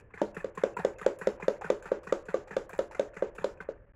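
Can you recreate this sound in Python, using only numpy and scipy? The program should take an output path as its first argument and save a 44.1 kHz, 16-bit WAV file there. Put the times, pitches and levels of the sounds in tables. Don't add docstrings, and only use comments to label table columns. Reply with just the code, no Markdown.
import sys
import numpy as np
from scipy import signal
from scipy.fft import rfft, irfft
from scipy.io import wavfile
from scipy.ndimage import uniform_filter1d

SR = 44100
rng = np.random.default_rng(int(sys.argv[2]) if len(sys.argv) > 2 else 0)


def transcribe(signal):
    frames = np.atleast_2d(signal).T
    limited = np.clip(frames, -1, 1)
    pcm = np.round(limited * 32767).astype(np.int16)
    wavfile.write(sys.argv[1], SR, pcm)


def nominal_scale(level):
    x = np.asarray(level, float) / 20
    return 10 ** x


N = 174195

# (time [s], peak level [dB], hollow pitch [Hz], crack of the tines [dB], spray [dB])
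KNOCKS = [(0.216, -15.5, 576, -40.5, -52), (0.444, -20.5, 518, -49.5, -62), (0.636, -11, 525.4, -39, -51),
          (0.848, -11.5, 532, -36.5, -54.5), (1.063, -9.5, 526, -37, -52),
          (1.271, -11.5, 525, -36.5, -50.5), (1.481, -10.5, 527, -36.5, -50.5),
          (1.701, -11.5, 520, -37, -49.5), (1.917, -13.5, 521, -52.5, -54), (2.124, -12.5, 528, -35.5, -49),
          (2.342, -14, 528, -47, -50.5), (2.566, -15, 530, -38.5, -51), (2.79, -14, 543, -40, -52),
          (2.995, -13.5, 556, -39, -52), (3.223, -14, 531, -56.5, -56.5), (3.443, -15, 539, -39, -49.5),
          (3.688, -22.5, 534, -62, -63)]
# (time [s], peak level [dB], pitch [Hz])
CLACKS = [
    (0.848, -28, 780),
    (1.063, -24.5, 854),
    (1.701, -32, 1176),
    (2.124, -30.5, 1187),
    (2.343, -29, 1174),
    (2.566, -32.5, 1177),
    (2.79, -33.5, 1316),
    (3.441, -28.5, 962),
]
# (pitch [Hz], level [dB], time to fall 60 dB [s])
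TUB_MODES = [(208, -13.5, 0.11), (342, -22.5, 0.31), (449, -6, 0.1), (414.4, -9.5, 0.12),
             (583.5, -17.5, 0.21), (544.7, -12, 0.13), (932, -27, 0.053), (936, -27, 0.13),
             (1176, -12.5, 0.028), (1400, -10, 0.019), (1561, -12.5, 0.04), (1970, -16.5, 0.032)]
# (pitch [Hz], level [dB], time to fall 60 dB [s])
RIM_MODES = [(209, -33, 0.21), (302.43, -27, 0.083), (333, -28, 0.11), (858, -20.5, 0.034),
             (925, -34, 0.19)]
# (frequency [Hz], level [dB per Hz])
CRACK_COLOUR = [(880, -1.5), (1500, 2), (3150, -12), (3480, -5), (4460, -16.5), (6890, -15), (9010, -26),
                (10500, -27), (16000, -53)]
# (frequency [Hz], level [dB per Hz])
SPRAY_COLOUR = [(880, -27.5), (1500, 1.5), (2210, -24), (2800, -13), (4590, -18), (7240, -20), (8570, -34),
                (10600, -36), (16000, -50)]
# (frequency [Hz], level [dB per Hz])
WAKE_COLOUR = [(88, -52), (150, -29), (339, -7), (441, -1.5), (775, -18), (912, -18.5), (3000, -36.5),
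               (3900, -78), (6600, -120)]
# (time [s], level [dB], time to fall 60 dB [s])
EARLIER_CHURN = [(0.0, -60.5, 0.6)]
# (time [s], peak level [dB], pocket pitch [Hz], wall thump [dB])
SLAPS = [(0.139, -37.5, 1685, -33.5), (0.175, -36, 1640, -49), (0.367, -28, 1760, -21),
         (0.575, -29, 1015, -22), (0.768, -29.5, 990, -28), (0.788, -33.5, 1020, -18.5),
         (1.014, -29.5, 1230, -29.5), (1.213, -28, 1590, -26.5), (1.426, -30, 1650, -21.5),
         (1.611, -32, 850, -42), (1.644, -31.5, 1509, -23), (1.663, -51, 1456, -34),
         (1.856, -30.5, 1390, -31.5), (2.07, -32.5, 1460, -26.5), (2.09, -43, 1845, -33),
         (2.285, -30, 1540, -23.5), (2.509, -32.5, 1860, -27.5), (2.529, -43, 1700, -29),
         (2.731, -33, 1631, -30.5), (2.948, -33, 1400, -42), (3.166, -32, 1510, -28.5),
         (3.384, -32, 1530, -28), (3.415, -47.5, 1726, -31), (3.604, -34, 1430, -29.5)]
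# (time [s], peak level [dB], pocket pitch [Hz], fizz [dB])
PLUNGES = [(0.0, -47.5, 1610, -67.5), (0.104, -47, 1030, -78.5), (0.345, -40.5, 1530, -61.5),
           (0.549, -45, 1048, -63.5), (0.985, -37.5, 1525, -58), (1.187, -42, 1060, -60.5),
           (1.375, -46, 920, -84), (1.398, -32.5, 827, -64), (1.824, -35, 1554, -59),
           (1.885, -51, 1108, -88), (2.033, -39, 1150, -60.5), (2.254, -44.5, 990.2, -63),
           (2.473, -38, 810, -62.5), (2.693, -32, 1060, -61), (2.911, -31, 900, -61),
           (3.135, -39.5, 1440, -62), (3.351, -40.5, 890, -61.5), (3.573, -52, 1500, -67)]
# (frequency [Hz], level [dB per Hz])
SLOSH_COLOUR = [(410, -34), (700, -3), (1840, 0.5), (2220, -12.5), (2460, -3), (2960, -20.5), (4800, -30.5),
                (7200, -29.5), (16000, -48)]
# (frequency [Hz], level [dB per Hz])
FIZZ_COLOUR = [(1470, -36), (2500, 6), (3230, -16), (6450, -10.5), (7190, -6), (10600, -14.5), (16000, -34)]
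# (time [s], peak level [dB], pitch [Hz])
POPS = [(0.105, -66, 2600), (0.137, -47, 2330), (0.137, -47.5, 2110), (0.142, -49, 1507),
        (0.174, -47.5, 1980), (0.2, -48, 1690), (0.344, -53, 2650), (0.365, -44, 1440),
        (0.399, -48.5, 2550), (0.404, -42, 1750), (0.573, -41.5, 1850), (0.574, -32.5, 1069),
        (0.742, -57, 2649), (0.767, -26, 976), (0.768, -37, 1400), (0.787, -41, 1646), (0.799, -37, 883),
        (0.807, -51, 910), (0.961, -59, 2610), (0.99, -48.5, 2090), (0.995, -46.5, 1520),
        (1.026, -44, 1650), (1.027, -42.5, 1890), (1.216, -39, 1535), (1.218, -40, 1010),
        (1.217, -39, 1910), (1.26, -49, 1680), (1.399, -42, 987), (1.423, -41, 2430), (1.422, -42, 1040),
        (1.425, -41.5, 2067), (1.61, -36.5, 861), (1.619, -34, 797), (1.64, -46, 1895), (1.643, -42, 1529),
        (1.661, -38, 1440), (1.66, -45, 1800), (1.831, -53, 861), (2.068, -41.5, 1100), (2.07, -37.5, 1470),
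        (2.095, -40, 1885), (2.285, -39, 1456), (2.506, -43.5, 910), (2.527, -41, 1700), (2.694, -45, 1590),
        (2.701, -45, 704), (2.73, -46, 2380), (2.946, -49.5, 2400), (2.948, -44, 2060), (3.084, -59, 1830),
        (3.164, -50, 2300), (3.166, -36.5, 1536), (3.167, -42, 1990), (3.381, -42, 1320),
        (3.381, -50, 2680), (3.381, -47, 1560), (3.383, -49, 2360), (3.412, -46, 1710), (3.603, -46, 2110),
        (3.603, -35.5, 1523)]
# (time [s], peak level [dB])
SPITS = [(0.346, -59), (0.553, -56), (0.7664, -48), (0.9841, -65), (1.1877, -48), (1.2161, -60),
         (1.6382, -67.5), (1.8261, -56), (2.0443, -62.5), (2.693, -49.5), (2.7784, -54.5), (3.3598, -59),
         (3.5743, -75)]
# (frequency [Hz], level [dB per Hz])
SPIT_COLOUR = [(5000, -32), (7500, 2), (10500, -4), (13000, -11.5), (16000, -16)]
# (frequency [Hz], time to fall 60 dB [s])
ROOM_T60 = [(150, 0.52), (500, 0.68), (1500, 0.08), (4000, 0.17), (10000, 0.4)]
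# (frequency [Hz], level [dB])
ROOM_GAIN = [(150, -26), (500, -17), (1500, -15.5), (4000, -16.5), (10000, -5.5)]
# (frequency [Hz], level [dB per Hz])
AIR_COLOUR = [(12, -34.5), (20, -8.5), (148, -15.5), (171, -23), (565, -33), (717, -40.5), (1730, -37),
              (2860, -51.5), (6000, -73.5), (13200, -120)]
# (pitch [Hz], level [dB rms])
WHINE = [(1730, -80.5)]
# (frequency [Hz], level [dB])
MIC = [(5500, 0), (7300, 2.5), (8700, -9), (10400, 1.5), (12500, -3.5)]
# (from [s], to [s])
MUTES = [
    (3.8555, 3.862),
    (3.922, 3.9355),
]


def rms_one(x):
    return x / np.sqrt(np.mean(x ** 2) + 1e-20)


def at_hz(points, hz):
    table_hz, value = np.array(points)[:, 0], np.array(points)[:, 1]
    return np.interp(np.log(hz + 1), np.log(table_hz), value)


def colour(x, spectrum):
    hz = np.fft.rfftfreq(N, 1 / SR)
    return rms_one(irfft(rfft(x) * nominal_scale(at_hz(spectrum, hz)), N))


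def hiss(spectrum):
    return colour(rng.standard_normal(N), spectrum)


def grains(per_s, spread_db):
    happens = rng.random(N) < per_s / SR
    size = nominal_scale(spread_db * np.minimum(rng.exponential(1, N), 4))
    return happens * size * rng.choice([-1, 1], N)


def clicks(s, gain):
    out = np.zeros(N)
    np.add.at(out, np.maximum(np.asarray(s) * SR, 0).astype(int), gain)
    return out + 1e-18


def ring(x, hz, t60):
    r, w = nominal_scale(-60 / (t60 * SR)), 2 * np.pi * hz / SR
    return signal.lfilter([0, np.sin(w)], [1, -2 * r * np.cos(w), r * r], x)


def dying(s, db, t60):
    return signal.lfilter([1], [1, -nominal_scale(-60 / (t60 * SR))], clicks(s, nominal_scale(db)))


def soft(x, hz):
    r = np.exp(-2 * np.pi * hz / SR)
    return signal.lfilter([(1 - r) ** 2], [1, -2 * r, r * r], x)


def swell(s, db, hz, t60):
    out, t = np.zeros(N + 6000), np.arange(6000) / SR
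    k = t * np.log(1000) / t60
    for start, level, f in zip(s, db, hz):
        out[int(start * SR):][:len(t)] -= nominal_scale(level) * k * np.exp(1 - k) * np.sin(2 * np.pi * f * t)
    return out[:N]


def patchy(x):
    hz, spectrum, out = np.fft.rfftfreq(N, 1 / SR), rfft(x), x
    for low in 3000 * 2 ** np.arange(0, 2.4, 1 / 3):
        flicker_db = 2.5 * rms_one(soft(rng.standard_normal(N), hz=30))
        inside = (hz >= low) & (hz < low * 2 ** (1 / 3))
        out = out + irfft(spectrum * inside, N) * (nominal_scale(flicker_db) - 1)
    return out


CONTACT_HZ = 1400


def knocks():
    s, db, hz, crack_db, spray_db = np.transpose(KNOCKS)
    bong = swell(s + 0.00058, db - 2.5, hz, t60=0.017)
    bong = signal.lfilter(*signal.butter(2, 227, "high", fs=SR), bong)
    crack = soft(dying(s, crack_db + 9.5, t60=0.018), hz=520) * hiss(CRACK_COLOUR)
    clack_s, clack_db, clack_hz = np.transpose(CLACKS)
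    clack = swell(clack_s, clack_db - 6, clack_hz, t60=0.022)
    spray = dying(s, spray_db, t60=0.27) * hiss(SPRAY_COLOUR)
    churn = dying(s, db - 20.5, t60=0.23)
    churn = churn + sum(dying([t], [level], t60) for t, level, t60 in EARLIER_CHURN)
    wake = soft(churn, hz=46.55) * hiss(WAKE_COLOUR)
    return bong + tub(s, db - 8) + rim() + crack + clack + patchy(spray) + wake


def tub(s, db):
    scatter_db = rng.normal(0, 2.2, (len(s), len(TUB_MODES)))
    out = np.zeros(N)
    for k, (hz, level, t60) in enumerate(TUB_MODES):
        blows = clicks(s, -nominal_scale(db + level + scatter_db[:, k]))
        out += ring(soft(blows, CONTACT_HZ), hz, t60)
    return out


def rim():
    return sum(ring(soft(clicks([0.2155], -nominal_scale(level)), CONTACT_HZ), hz, t60)
               for hz, level, t60 in RIM_MODES)


def slosh_grains():
    return colour(grains(per_s=2500, spread_db=4), SLOSH_COLOUR)


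def fizz_grains():
    return colour(grains(per_s=5000, spread_db=4), FIZZ_COLOUR)


def slaps():
    s, db, hz, thump_db = np.transpose(SLAPS)
    thump = swell(s, thump_db - 9.5, np.full_like(s, 169.8), t60=0.05)
    wall = swell(s, (db + thump_db) / 2 - 7.5, np.full_like(s, 437), t60=0.018)
    slosh = soft(dying(s, db - 14.5, t60=0.22), hz=220) * slosh_grains()
    fizz_db = np.minimum(db, thump_db + 8.5) - 29
    fizz = dying(s, fizz_db, t60=0.15) * fizz_grains()
    return thump + wall + pockets(s, db + 0.5, hz) + slosh + fizz + bubbles(s, db)


def pockets(s, db, hz):
    out, t = np.zeros(N + 2000), np.arange(2000) / SR
    for start, level, f in zip(s, db, hz):
        life = t * f / 28.4
        tone = np.sin(2 * np.pi * f * t * (1 + 0.022 * life))
        out[int(start * SR):][:len(t)] += nominal_scale(level - 60 * life) * (1 - np.exp(-t * f)) * tone
    return out[:N]


def bubbles(s, db):
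    pops = grains(per_s=450, spread_db=4.5) * dying(s, db - 12.5, t60=0.52)
    dealt = rng.integers(0, 12, N)
    out = np.zeros(N)
    for k, hz in enumerate(np.geomspace(750, 2300, 12)):
        push = pops * (dealt == k) * hz / SR + 1e-18
        out += ring(ring(push, hz, 18.0 / hz), hz, 4.7 / hz)
    return out


def plunges():
    s, db, hz, fizz_db = np.transpose(PLUNGES)
    fizz = dying(s, fizz_db, t60=0.15) * fizz_grains()
    slosh = soft(dying(s, db - 14.5, t60=0.13), hz=120) * slosh_grains()
    return pockets(s, db - 5, hz) + fizz + slosh


def froth():
    s, db, hz = np.transpose(POPS)
    spit_s, spit_db = np.transpose(SPITS)
    spits = dying(spit_s, spit_db - 6, t60=0.06) * hiss(SPIT_COLOUR)
    return swell(s, db, hz, t60=0.021) + spits


def kitchen(x):
    t, tail = np.arange(SR // 2) / SR, 0
    late = np.maximum(t - 0.008, 0)
    for low in 75 * 2. ** np.arange(8):
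        octave = signal.butter(2, [low, 2 * low], "band", fs=SR, output="sos")
        band = signal.sosfilt(octave, rng.standard_normal(len(t)))
        build_up = np.minimum(late / 0.007357, 1)
        fade = nominal_scale(-60 * late / at_hz(ROOM_T60, 0.88 * low)) * build_up
        tail = tail + band * fade / np.sqrt(np.sum(fade ** 2)) * nominal_scale(at_hz(ROOM_GAIN, 1.5 * low))
    return signal.fftconvolve(x, tail)[:N]


def whine():
    return sum(nominal_scale(db) * rms_one(ring(rng.standard_normal(N), hz, 0.25)) for hz, db in WHINE)


def room_air():
    return nominal_scale(-58) * hiss(AIR_COLOUR)


def scene():
    near = knocks() + patchy(slaps() + plunges() + froth())
    near = signal.sosfilt(signal.butter(4, 207.3, "high", fs=SR, output="sos"), near)
    return (near + kitchen(near) + room_air() + whine())[None]


def gate_treble(x):
    open_db, hold_db = -72, 3.5
    high = signal.sosfiltfilt(signal.butter(6, 3020, "high", fs=SR, output="sos"), x)
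    level_db = 10 * np.log10(uniform_filter1d(high ** 2, size=700, origin=250) + 1e-14)
    at = np.arange(N)
    opened = np.maximum.accumulate(np.where(level_db > open_db, at, -1), axis=1)
    shut = np.maximum.accumulate(np.where(level_db < open_db - hold_db, at, -1), axis=1)
    gain = uniform_filter1d(np.where(opened >= shut, 1, nominal_scale(-15)), size=150)
    return x - high * (1 - gain)


def squelch(x):
    at = np.arange(N)
    silent = sum((at > start * SR) & (at < end * SR) for start, end in MUTES)
    return x * uniform_filter1d(1. - silent, size=60)


def top_cut(x):
    return signal.sosfilt(signal.butter(12, 16290, fs=SR, output="sos"), x)


def record(dry):
    hz = np.fft.rfftfreq(N, 1 / SR)
    x = irfft(rfft(dry) * nominal_scale(at_hz(MIC, hz)), N)
    x = gate_treble(x)
    x = signal.sosfilt(signal.cheby2(12, 70, 17200, fs=SR, output="sos"), x)
    return top_cut(squelch(x))


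dry = scene()
out = record(dry)
transcribe(out)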